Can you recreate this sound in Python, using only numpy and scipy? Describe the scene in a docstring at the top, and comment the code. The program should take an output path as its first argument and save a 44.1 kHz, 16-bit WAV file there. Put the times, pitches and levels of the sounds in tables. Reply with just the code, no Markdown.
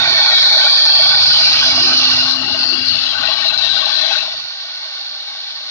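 """A CNC router spindle turns at about 15700 rpm (whining sine partials) as its bit skims a wooden column.
From the start cooling air rushes through the housing (noise through resonances) and a bright two-ridged
hiss swells, shifting as the head swings level. Near 2 s the cut makes wood and bed drone (tones and rough
noise), and the right side sinks. From 3 s hollow knocks (ringing sines) crowd in. Past 4 s the left side
sinks, and at last the bass falls away suddenly, with two short returns of rumble."""
import sys
import numpy as np
from scipy import signal
from scipy.fft import rfft, irfft
from scipy.io import wavfile
from scipy.ndimage import uniform_filter1d, minimum_filter1d, map_coordinates

SR = 44100
rng = np.random.default_rng(int(sys.argv[2]) if len(sys.argv) > 2 else 0)


def store_pcm(level_fs):
    """Save levels as 16-bit WAV."""
    pcm = np.round(np.clip(level_fs, -1, 1) * 32767).astype(np.int16)
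    wavfile.write(sys.argv[1], SR, np.atleast_2d(pcm).T)


N = 251370
TIME = np.arange(N) / SR
WINDOW, HOP = 1024, 256  # samples: length and spacing of the frames that slow filters work on
BIN_HZ = np.arange(WINDOW // 2 + 1)[:, None] * SR / WINDOW


def undb(db):
    """Decibels to gain."""
    return 10 ** (np.asarray(db) / 20)


def unit(x):
    """Scale each channel to rms 1."""
    return x / np.sqrt(np.mean(x ** 2, axis=-1, keepdims=True))


def curves(table):
    """The columns of a timed table, one value per sample."""
    s, *columns = np.transpose(table)
    return [np.interp(TIME, s, c) for c in columns]


def on_bins(points):
    """A table of (pitch_hz, value) joined on a log-frequency axis."""
    hz, value = np.transpose(points)
    return np.interp(np.log(np.arange(N // 2 + 1) * SR / N + 1), np.log(hz), value)


def walk(rate):
    """Random levels held 1 / rate s and smoothed twice; spread near 1."""
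    hold = max(2, int(SR / rate))
    steps = np.repeat(rng.standard_normal(N // hold + 1), hold)
    return 1.3 * uniform_filter1d(uniform_filter1d(steps, hold), hold)[:N]


def swells(table):
    """Bell-shaped lifts in dB from rows of (centre_s, half_length_s, lift_db)."""
    return sum(db * np.exp(-((TIME - s) / length_s) ** 2) for s, length_s, db in table)


def ramp(start_s, length_s):
    """Rises from 0 to 1 and stays."""
    return np.clip((TIME - start_s) / length_s, 0, 1)


# the head swings up to level and back: time_s, tilt (0 steep - 1 level)
HEAD_SWING = [(0, 0.22), (.5, 0.054), (1.1, 0.31), (1.9, 0.88), (2.7, 0.97), (3.3, 0.63), (4.1, 0.42),
              (5.7, 0.49)]


def by_tilt(steep, level):
    """A value that follows the head between its steep and level positions."""
    return steep + np.clip(curves(HEAD_SWING)[0], 0, 1) * (level - steep)


# likeness of the two sides: pitch_hz, share of common sound (0-1)
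SIDE_LIKENESS = [(100, 0.9), (300, 0.77), (700, 0.75), (2300, 0.77), (4500, 0.65), (5400, 0.04), (9000, 0)]


def turbulence(spectrum=None):
    """Two-sided noise at rms 1, partly common to both sides, coloured by a spectrum."""
    common, *own = rfft(rng.standard_normal((3, N)))
    share = np.clip(on_bins(SIDE_LIKENESS), 0, 1)
    bins = np.sqrt(share) * common + np.sqrt(1 - share) * np.array(own)
    colour = 1 if spectrum is None else undb(on_bins(spectrum))
    return unit(irfft(bins * colour, N))


def resonance(hz, width_hz):
    """Power response of a steep-skirted resonance, 1 at its centre."""
    return 1 / (1 + ((BIN_HZ - hz) / width_hz) ** 2) ** 3


def shape(x, gain):
    """Pass a sound through a slowly moving frequency response."""
    frames = signal.stft(x, nperseg=WINDOW, noverlap=WINDOW - HOP)[2]
    last = gain.shape[-1] - 1
    frames = frames * gain[..., np.minimum(np.arange(frames.shape[-1]), last)]
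    return signal.istft(frames, nperseg=WINDOW, noverlap=WINDOW - HOP)[1][:, :N]


def ripple(depth_db, spacing_hz, full_hz):
    """Fine fixed peaks and dips that the workshop's echoes give a steady noise, deepest in the treble."""
    hz = np.arange(N // 2 + 1) * SR / N
    bumps = np.interp(hz / spacing_hz, np.arange(WINDOW), rng.standard_normal(WINDOW))
    return undb(depth_db * np.minimum(hz / full_hz, 1) * bumps)


def blow(power):
    """Turbulent air, coloured by the room and shaped by a slowly moving power response."""
    colour = ripple(depth_db=1.25, spacing_hz=24.01, full_hz=2600)
    air = unit(irfft(rfft(turbulence()) * colour, N))
    return shape(air, np.sqrt(power))


# colour of the open air: pitch_hz, relative level_db (per Hz)
AIR_SPECTRUM = [(60, -58), (200, -24.5), (350, -17), (480, -15), (700, -20.5), (1700, -3), (2900, 2.5),
                (3500, 0), (4600, 2), (5700, -1), (6400, -9), (7300, -22.5), (8300, -47.5), (15000, -72.5)]


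def open_air(db):
    """The even, wide rush of air round the spindle; it dips when the bit slips."""
    flicker_db = .8 * walk(12)
    slip_db = np.minimum(swells(BIT_CATCHES), 0)
    return turbulence(AIR_SPECTRUM) * undb(db + flicker_db + slip_db)


# colour of the top noise: pitch_hz, relative level_db (per Hz)
TOP_NOISE_SPECTRUM = [(6000, -20), (7400, 4), (8500, 4), (9400, 2), (10300, -8), (11700, -6), (13500, -12),
                      (15500, -30)]
# strength of the top noise: time_s, level_db
TOP_NOISE_STRENGTH = [(0, -67), (.3, -63), (.7, -59), (1.4, -64), (1.9, -64.5), (2.65, -74.5), (3.1, -64),
                      (3.65, -60), (4.1, -61.5), (4.4, -68), (5.7, -67)]


def top_noise(flicker_db, flicker_rate):
    """Faint treble noise above the hiss, flickering unevenly."""
    level_db = curves(TOP_NOISE_STRENGTH)[0] + flicker_db * walk(flicker_rate)
    return turbulence(TOP_NOISE_SPECTRUM) * undb(level_db)


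# faint ticks: start_s, level_db of the noise burst at its start
TICK_TIMES = [(.533, -31), (0.714, -24), (1.158, -34), (1.58, -34), (1.641, -27), (1.693, -33),
              (2.858, -31)]


def ticks(decay_s, edge_hz):
    """Short bright ticks over the hiss: bursts of noise that die away fast."""
    out, age = np.zeros(N), TIME[:WINDOW]
    bursts = rng.standard_normal((len(TICK_TIMES), WINDOW))
    for (s, db), burst in zip(TICK_TIMES, bursts):
        start = int(s * SR)
        out[start:start + WINDOW] += undb(db) * burst * np.exp(-age / decay_s)
    return signal.sosfilt(signal.butter(1, edge_hz, fs=SR, output="sos"), out)


# tone at half the shaft rate: its peak relative to the rumble, and how it fades
HALF_TONE_DB, HALF_TONE_DROP_DB = -0.5, -21.5
HALF_TONE_STOP_S, HALF_TONE_FADE_S = 2.6, .3
# colours of the bed and wood noise: pitch_hz, relative level_db (per Hz)
BED_SPECTRUM = [(25, -12.5), (55, -16.5), (82, 8), (110, 4), (135, 3), (165, -1.5), (260, -12.5),
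                (500, -62)]
WOOD_SPECTRUM = [(120, -18), (200, -5.5), (260, -0.5), (295, -4), (340, 3), (400, -5), (480, -40.5),
                 (900, -55.5)]
# hum of the bit striking once a turn: time_s, level_db before a small cut and waver
STRIKE_HUM = [(0, -46), (.3, -51.5), (1.0, -50), (1.35, -45), (1.6, -43.5), (1.85, -32), (2.15, -35),
              (2.35, -31.5), (2.52, -30), (2.8, -32), (3.05, -40.5), (3.6, -44), (4.4, -47), (4.6, -54.5),
              (5.7, -51)]


def drone(turns, rumble_db, wood_db):
    """The cut shakes the bed and the column: a tone once a turn, one at half that rate, and rough noise."""
    half_db = HALF_TONE_DB + HALF_TONE_DROP_DB * ramp(HALF_TONE_STOP_S, HALF_TONE_FADE_S)
    half_tone = undb(half_db) * np.sin(np.pi * turns)
    bed = undb(-1.5 + 0.72 * walk(25)) * turbulence(BED_SPECTRUM) + half_tone
    hum_db = curves(STRIKE_HUM)[0] - 1 + 2.3 * walk(26)
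    hum = np.sqrt(2) * undb(hum_db) * np.sin(2 * np.pi * turns)
    return bed * undb(rumble_db) + turbulence(WOOD_SPECTRUM) * undb(wood_db) + hum


CHATTER_MODES, CHATTER_COUNT = 6, 260  # how many of the first resonances ring, and how many knocks


def chatter(rush_db, lift_db, scatter_db, detune):
    """Lesser knocks at random moments on low resonances, following the rush: (start_s, pitch_hz, peak_db)."""
    rows = []
    for when, which, tune, size in rng.random((CHATTER_COUNT, 4)):
        at = int(when * N)
        hz, _, steep_db, level_db, _ = HOUSING_MODES[int(which * CHATTER_MODES)]
        knock_hz = hz * (1 + detune * (2 * tune - 1))
        mode_db = (steep_db + level_db) / 2
        rows.append((TIME[at], knock_hz, rush_db[at] + lift_db + mode_db + scatter_db * (2 * size - 1)))
    return rows


def knocks(table, ring_s, attack_s):
    """Short hollow knocks, each a sine that swells quickly and rings out."""
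    age = TIME[:4 * WINDOW]
    out = np.zeros(N + len(age))
    envelope = (1 - np.exp(-age / attack_s)) * np.exp(-age / ring_s)
    envelope /= envelope.max()
    for (s, hz, db), phase in zip(table, rng.random(len(table))):
        start = int(s * SR)
        out[start:start + len(age)] += undb(db) * envelope * np.sin(2 * np.pi * (hz * age + phase))
    return out[:N]


# spindle whine: {multiple of the shaft rate: level_db before it wavers}
SHAFT_PARTIALS = {3: -46.5, 4: -52, 6: -36.5, 13: -37, 14: -43.5, 15: -41.5, 16: -39, 17: -41.5, 18: -49}


def whine(turns, waver_db):
    """Steady partials of the shaft, each wavering in strength and reaching each side in its own phase."""
    out = 0
    for multiple, db in SHAFT_PARTIALS.items():
        phase = rng.random((2, 1))
        level = np.sqrt(2) * undb(db + waver_db * walk(9.8))
        out = out + level * np.sin(2 * np.pi * (multiple * turns + phase))
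    return out


FLUTTER_DB, STEADIER_FLUTTER_DB = 3, 1  # of narrow resonances, before and after the bass falls away
FLUTTER_WIDTH_HZ = 126  # resonances wider than this flutter less
# resonances of the housing: pitch_hz, width_hz, steep_db and level_db (head steep or level),
# right_db (right side over left)
HOUSING_MODES = [(649.6, 44, 1, 0, -0.5), (827.4, 114, -1, -0.5, -0.5), (1112, 103, -6, -0.5, 4),
                 (1294, 67, -13, 2.5, 4.5), (1513.4, 71, 3, 5.5, 1.5), (1866, 54, 7.5, -1.5, -5),
                 (2282, 107, 0.5, -1.5, 8), (2662, 90, -0.5, 3.5, -2.5), (2840, 167, -15, 9.5, -2),
                 (3180, 100, 6, -0.5, -2), (3520, 235, 8, 2.5, 0)]


def housing(dropped, flutter_rate, wander_share):
    """Cooling air rings the housing; the tilt sets each resonance's strength, and each wanders a little."""
    flutter_db = FLUTTER_DB + dropped * (STEADIER_FLUTTER_DB - FLUTTER_DB)
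    power = 0
    for hz, width_hz, steep_db, level_db, right_db in HOUSING_MODES:
        flutter = flutter_db * min(1, FLUTTER_WIDTH_HZ / width_hz) * walk(flutter_rate)
        db = (by_tilt(steep_db, level_db) + flutter)[::HOP]
        centre_hz = hz * (1 + wander_share * walk(14)[::HOP])
        sides = undb([db, db + right_db])[:, None] ** 2
        power = power + sides * resonance(centre_hz, width_hz)
    return unit(blow(power))


# the bit catches or slips in the grain: centre_s, half_length_s, hiss lift_db
BIT_CATCHES = [(1.829, 0.0086, 2.5), (1.977, 0.0068, 8), (2.31, 0.013, 4.5), (2.858, 0.0054, 5),
               (2.892, 0.011, 6.5), (3.248, 0.0036, 0), (3.466, 0.009, 3), (3.487, 0.0049, 8),
               (3.509, .003, 4), (3.519, 0.011, -6), (3.538, .003, 2), (3.57, .004, -11),
               (3.577, .0025, 12), (3.587, 0.0078, 5), (3.645, 0.027, 3), (3.859, .003, 11),
               (3.897, .003, 0), (3.989, 0.0045, 2), (4.017, 0.0047, 7)]
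# strength of the hiss: time_s, left_db, right_db
HISS_STRENGTH = [(0, -20, -20), (.08, -12, -13), (.45, -8, -9.5), (.85, -9, -5), (1.35, -8, -5.5),
                 (1.75, -13, -14.5), (2.3, -8, -11.5), (2.5, -18, -10), (2.66, -12, -8), (2.88, -13.5, -11),
                 (3.02, -14, -10), (3.25, -12.5, -12.5), (3.65, -10, -12.5), (4.0, -11, -11),
                 (4.4, -16, -11.5), (5.7, -13.5, -13)]
# weaker bands round the ridges: pitch_hz, width_hz, steep_db and level_db (head steep or level)
HISS_SHOULDERS = [(4220, 946, -16, -17), (5485, 365, -20.5, -16)]
# two ringing ridges as each side hears them: time_s, lower_hz, upper_hz, upper_db (upper over lower)
LEFT_RIDGES = [(.45, 3850, 4400, 0), (.95, 4210, 4420, -0.5), (1.55, 4130, 4690, -3.5),
               (2.1, 4120, 4650, -10), (2.4, 4225, 4840, -9.5), (2.75, 4330, 4710, -0.5),
               (3.2, 4110, 4660, -13.5), (3.7, 4006, 4810, -14), (4.05, 3980, 4460, -6.5),
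               (4.5, 3780, 4360, 0.5)]
RIGHT_RIDGES = [(.5, 4350, 4620, -10), (1.05, 4504, 4660, -3), (1.5, 4340, 4820, 4.5),
                (2.1, 4320, 4950, -0.5), (2.749, 4360, 4810, 5.5), (3.7, 4300, 4680, -4.5),
                (4.5, 4286, 4780, -6.5)]
# widths of the ridges: lower_hz, upper_hz
RIDGE_WIDTHS = (325, 257)


def hiss(dropped, rasp_db, rasp_rate, waver_hz, sway_db):
    """Two ringing ridges from the whirling tool glide and trade strength; uneven bites make them rasp."""
    shoulders = 0
    for hz, width_hz, steep_db, level_db in HISS_SHOULDERS:
        shoulders = shoulders + undb(by_tilt(steep_db, level_db)[::HOP]) ** 2 * resonance(hz, width_hz)
    power = []
    for table in (LEFT_RIDGES, RIGHT_RIDGES):
        lower_hz, upper_hz, upper_db = curves(table)
        lower, upper = (resonance((hz + waver_hz * walk(25))[::HOP], width_hz)
                        for hz, width_hz in zip((lower_hz, upper_hz), RIDGE_WIDTHS))
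        weight = undb(upper_db[::HOP]) ** 2
        power.append((lower + weight * upper) / (1 + weight) + shoulders)
    sides_db = [db + swells(BIT_CATCHES) + sway_db * walk(8.3) for db in curves(HISS_STRENGTH)]
    rasp = undb(rasp_db * (1 - dropped / 2) * walk(rasp_rate))
    return unit(blow(np.array(power)) * rasp) * undb(sides_db)


# hollows that move as the head swings, each a list of: time_s, centre_hz, depth_db (negative is a dip)
MOVING_HOLLOWS = [
    [(0, 3020, -6), (.3, 2886, -18), (.8, 2850, -10), (1.3, 2803, 3.5)],
    [(.6, 2050, -3.5), (1.05, 2025, -6), (1.7, 2070, -3), (2.1, 2360, -6.5), (2.4, 2435, -7.5),
     (2.75, 2500, -6), (3.1, 2330, -2.5), (4.2, 2470, -1.5), (4.6, 2495, -5.5)],
]


def hollow(width_hz):
    """Moving notches in dB, as from the direct sound meeting its echo off the wood."""
    return sum(db[::HOP] * resonance(hz[::HOP], width_hz) for hz, db in map(curves, MOVING_HOLLOWS))


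STREAK_DB, STREAK_S, STREAK_BINS = 3.2, .09, 3  # spread, smoothing in time and in frequency bins


def streaks(patchy):
    """Short-lived narrow treble peaks and dips in dB, random on each side, until the bass falls away."""
    spread = (1, STREAK_BINS, int(STREAK_S * SR / HOP))
    field = rng.standard_normal((2, len(BIN_HZ), len(TIME[::HOP])))
    for axis in (1, 2, 2):
        field = uniform_filter1d(field, spread[axis], axis=axis)
    treble = np.clip(BIN_HZ / 1200 - 1, 0, 1)
    return STREAK_DB * treble * patchy[::HOP] * field / field.std()


UPPER_WIDTH_HZ = 550
# a band above the ridges as each side hears it: time_s, centre_hz, lift_db (negative is a dip)
LEFT_UPPER_BAND = [(.3, 4800, -3), (.9, 5360, -4), (1.7, 6100, -5), (2.7, 6200, -9), (3.4, 5850, -9.5),
                   (3.9, 5400, -0.5), (4.6, 5400, 2)]
RIGHT_UPPER_BAND = [(0.299, 5400, -5), (1.0, 5830, -2.5), (1.5, 5930, 3.5), (2.0, 5960, 8), (2.6, 6100, 4),
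                    (3.4, 6300, 10.5), (4.6, 6300, 2.5)]


def colour_treble(x, patchy):
    """Moving hollows, a band that differs on each side, and random streaks colour the sound."""
    upper_db = [db[::HOP] * resonance(hz[::HOP], UPPER_WIDTH_HZ)
                for hz, db in map(curves, (LEFT_UPPER_BAND, RIGHT_UPPER_BAND))]
    return shape(x, undb(hollow(width_hz=374) + upper_db + streaks(patchy)))


SHAFT_HZ = 261.7  # mean turns per second
# the bass falls away suddenly and the sound grows steadier
BASS_DROP_S, BASS_DROP_LENGTH_S = 4.46, .02
DROP_RUSH_DB, DROP_RUMBLE_DB, DROP_WOOD_DB = -0.5, -27.5, -6.5
# levels with the head steep and level
RUSH_STEEP_DB, RUSH_LEVEL_DB = -20, -22
RUMBLE_STEEP_DB, RUMBLE_LEVEL_DB = -49.5, -42
WOOD_STEEP_DB, WOOD_LEVEL_DB = -54.5, -41.5
RUSH_LEFT_DB = 1.5  # the rush leans to the left until the bass falls away
KNOCK_RIGHT_DB = -6  # the knocks lean to the left
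RIGHT_LAG_S = 0.00013
# surges of the rush, jolts of the bed, deeper cuts of the bit: centre_s, half_length_s, lift_db
RUSH_SURGES = [(.2, 0.34, 4.5), (.65, 0.047, 3.5), (1.05, 0.25, 4.5), (2.93, 0.073, -2), (3.26, 0.1, 2),
               (3.55, 0.35, 2), (3.84, 0.074, 3), (4.15, 0.17, 3.5)]
BED_JOLTS = [(.04, 0.26, 7), (.76, .08, -6), (1.2, 0.26, 7.5), (1.8, 0.17, 3.5), (2.48, 0.11, 9),
             (2.94, 0.12, 10), (3.24, .07, 9.5), (3.52, 0.082, 6), (3.76, .04, 7.5), (4.38, 0.088, 5),
             (5.07, .04, 24), (5.54, 0.11, 20)]
DEEP_CUTS = [(.1, 0.11, 8.5), (1.88, 0.14, 10.5), (2.5, 0.13, 9), (2.75, 0.13, 10.5)]
# knocks of the cut, each ringing mainly one resonance: start_s, pitch_hz, peak_db (on the left)
CUT_KNOCKS = [(.12, 392, -29), (.138, 1790, -19), (.465, 813, -19), (.59, 1527, -16.5), (.873, 1517, -14),
              (.995, 643, -14), (1.132, 827, -16), (1.303, 1474, -15), (1.623, 1500, -17),
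              (1.66, 655, -23.5), (1.774, 676, -19.5), (2.543, 642, -17), (2.81, 2774, -12.5),
              (3.06, 2950, -12), (3.149, 1504, -12.5), (3.18, 1560, -13.5), (3.194, 266, -24.5),
              (3.232, 1490, -11), (3.262, 1820, -20), (3.27, 2740, -10), (3.283, 648, -15),
              (3.325, 1890, -22), (3.452, 657, -17), (3.462, 2784, -10), (3.533, 1477, -14),
              (3.635, 667, -18), (3.765, 1504, -12.5), (3.824, 1120, -17.5), (3.862, 825, -18),
              (4.032, 647, -16.5), (4.07, 655, -18), (4.085, 660, -19), (4.1, 2590, -15),
              (4.106, 787, -14.5), (4.144, 1475, -12.5), (4.163, 634, -17.5), (4.18, 2620, -12.5),
              (4.205, 2630, -14)]


def scene():
    """Mix the sources, many following the head's tilt; sound reaches the left side a little sooner."""
    dropped = ramp(BASS_DROP_S, BASS_DROP_LENGTH_S)
    rush_db = by_tilt(RUSH_STEEP_DB, RUSH_LEVEL_DB) + swells(RUSH_SURGES)
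    rush_db += DROP_RUSH_DB * dropped + 0.86 * walk(35)
    rumble_db = by_tilt(RUMBLE_STEEP_DB, RUMBLE_LEVEL_DB) + swells(BED_JOLTS)
    rumble_db += DROP_RUMBLE_DB * dropped + 1.8 * walk(9)
    wood_db = by_tilt(WOOD_STEEP_DB, WOOD_LEVEL_DB) + swells(DEEP_CUTS) + DROP_WOOD_DB * dropped
    turns = np.cumsum(SHAFT_HZ * (1 + 0.00038 * walk(3.5))) / SR

    rush_sides_db = [rush_db + RUSH_LEFT_DB * (1 - dropped), rush_db]
    out = housing(dropped, flutter_rate=45, wander_share=0.016) * undb(rush_sides_db)
    out += hiss(dropped, rasp_db=1.28, rasp_rate=130, waver_hz=25.4, sway_db=0.5)
    out = colour_treble(out + open_air(db=-23.5), patchy=1 - dropped)

    blows = knocks(CUT_KNOCKS, ring_s=0.011, attack_s=0.0052)
    lesser = chatter(rush_db, lift_db=-5.5, scatter_db=3.5, detune=0.044)
    blows += knocks(lesser, ring_s=0.007, attack_s=0.0036)
    out += blows * undb([[0], [KNOCK_RIGHT_DB]])
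    out += whine(turns, waver_db=3.0) + drone(turns, rumble_db, wood_db)
    out += ticks(decay_s=0.0014, edge_hz=20000) + top_noise(flicker_db=2.5, flicker_rate=18)

    heard_at = np.arange(N) - RIGHT_LAG_S * SR
    right = map_coordinates(out[1], [heard_at], order=5, mode="nearest")
    return np.array([out[0], right])


CEILING, TOP_HZ = .95, 14500  # limiter peak, and where the treble is cut
# how far each side has sunk: time_s, level_db
LEFT_SINK = [(0, -0.5), (4.18, -3), (4.45, -12.5)]
RIGHT_SINK = [(0, 3), (2.18, 0), (2.42, -13.5)]


def record(dry):
    """Each side sinks in its turn; a limiter holds the peaks, and the top is cut."""
    sunk = dry * undb([curves(LEFT_SINK)[0], curves(RIGHT_SINK)[0]])
    headroom = minimum_filter1d(CEILING / np.maximum(np.abs(sunk), CEILING), size=400)
    held = sunk * uniform_filter1d(uniform_filter1d(headroom, size=200), size=200)
    return signal.sosfilt(signal.ellip(8, .2, 70, TOP_HZ, fs=SR, output="sos"), held)


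dry = scene()
out = record(dry)
store_pcm(out)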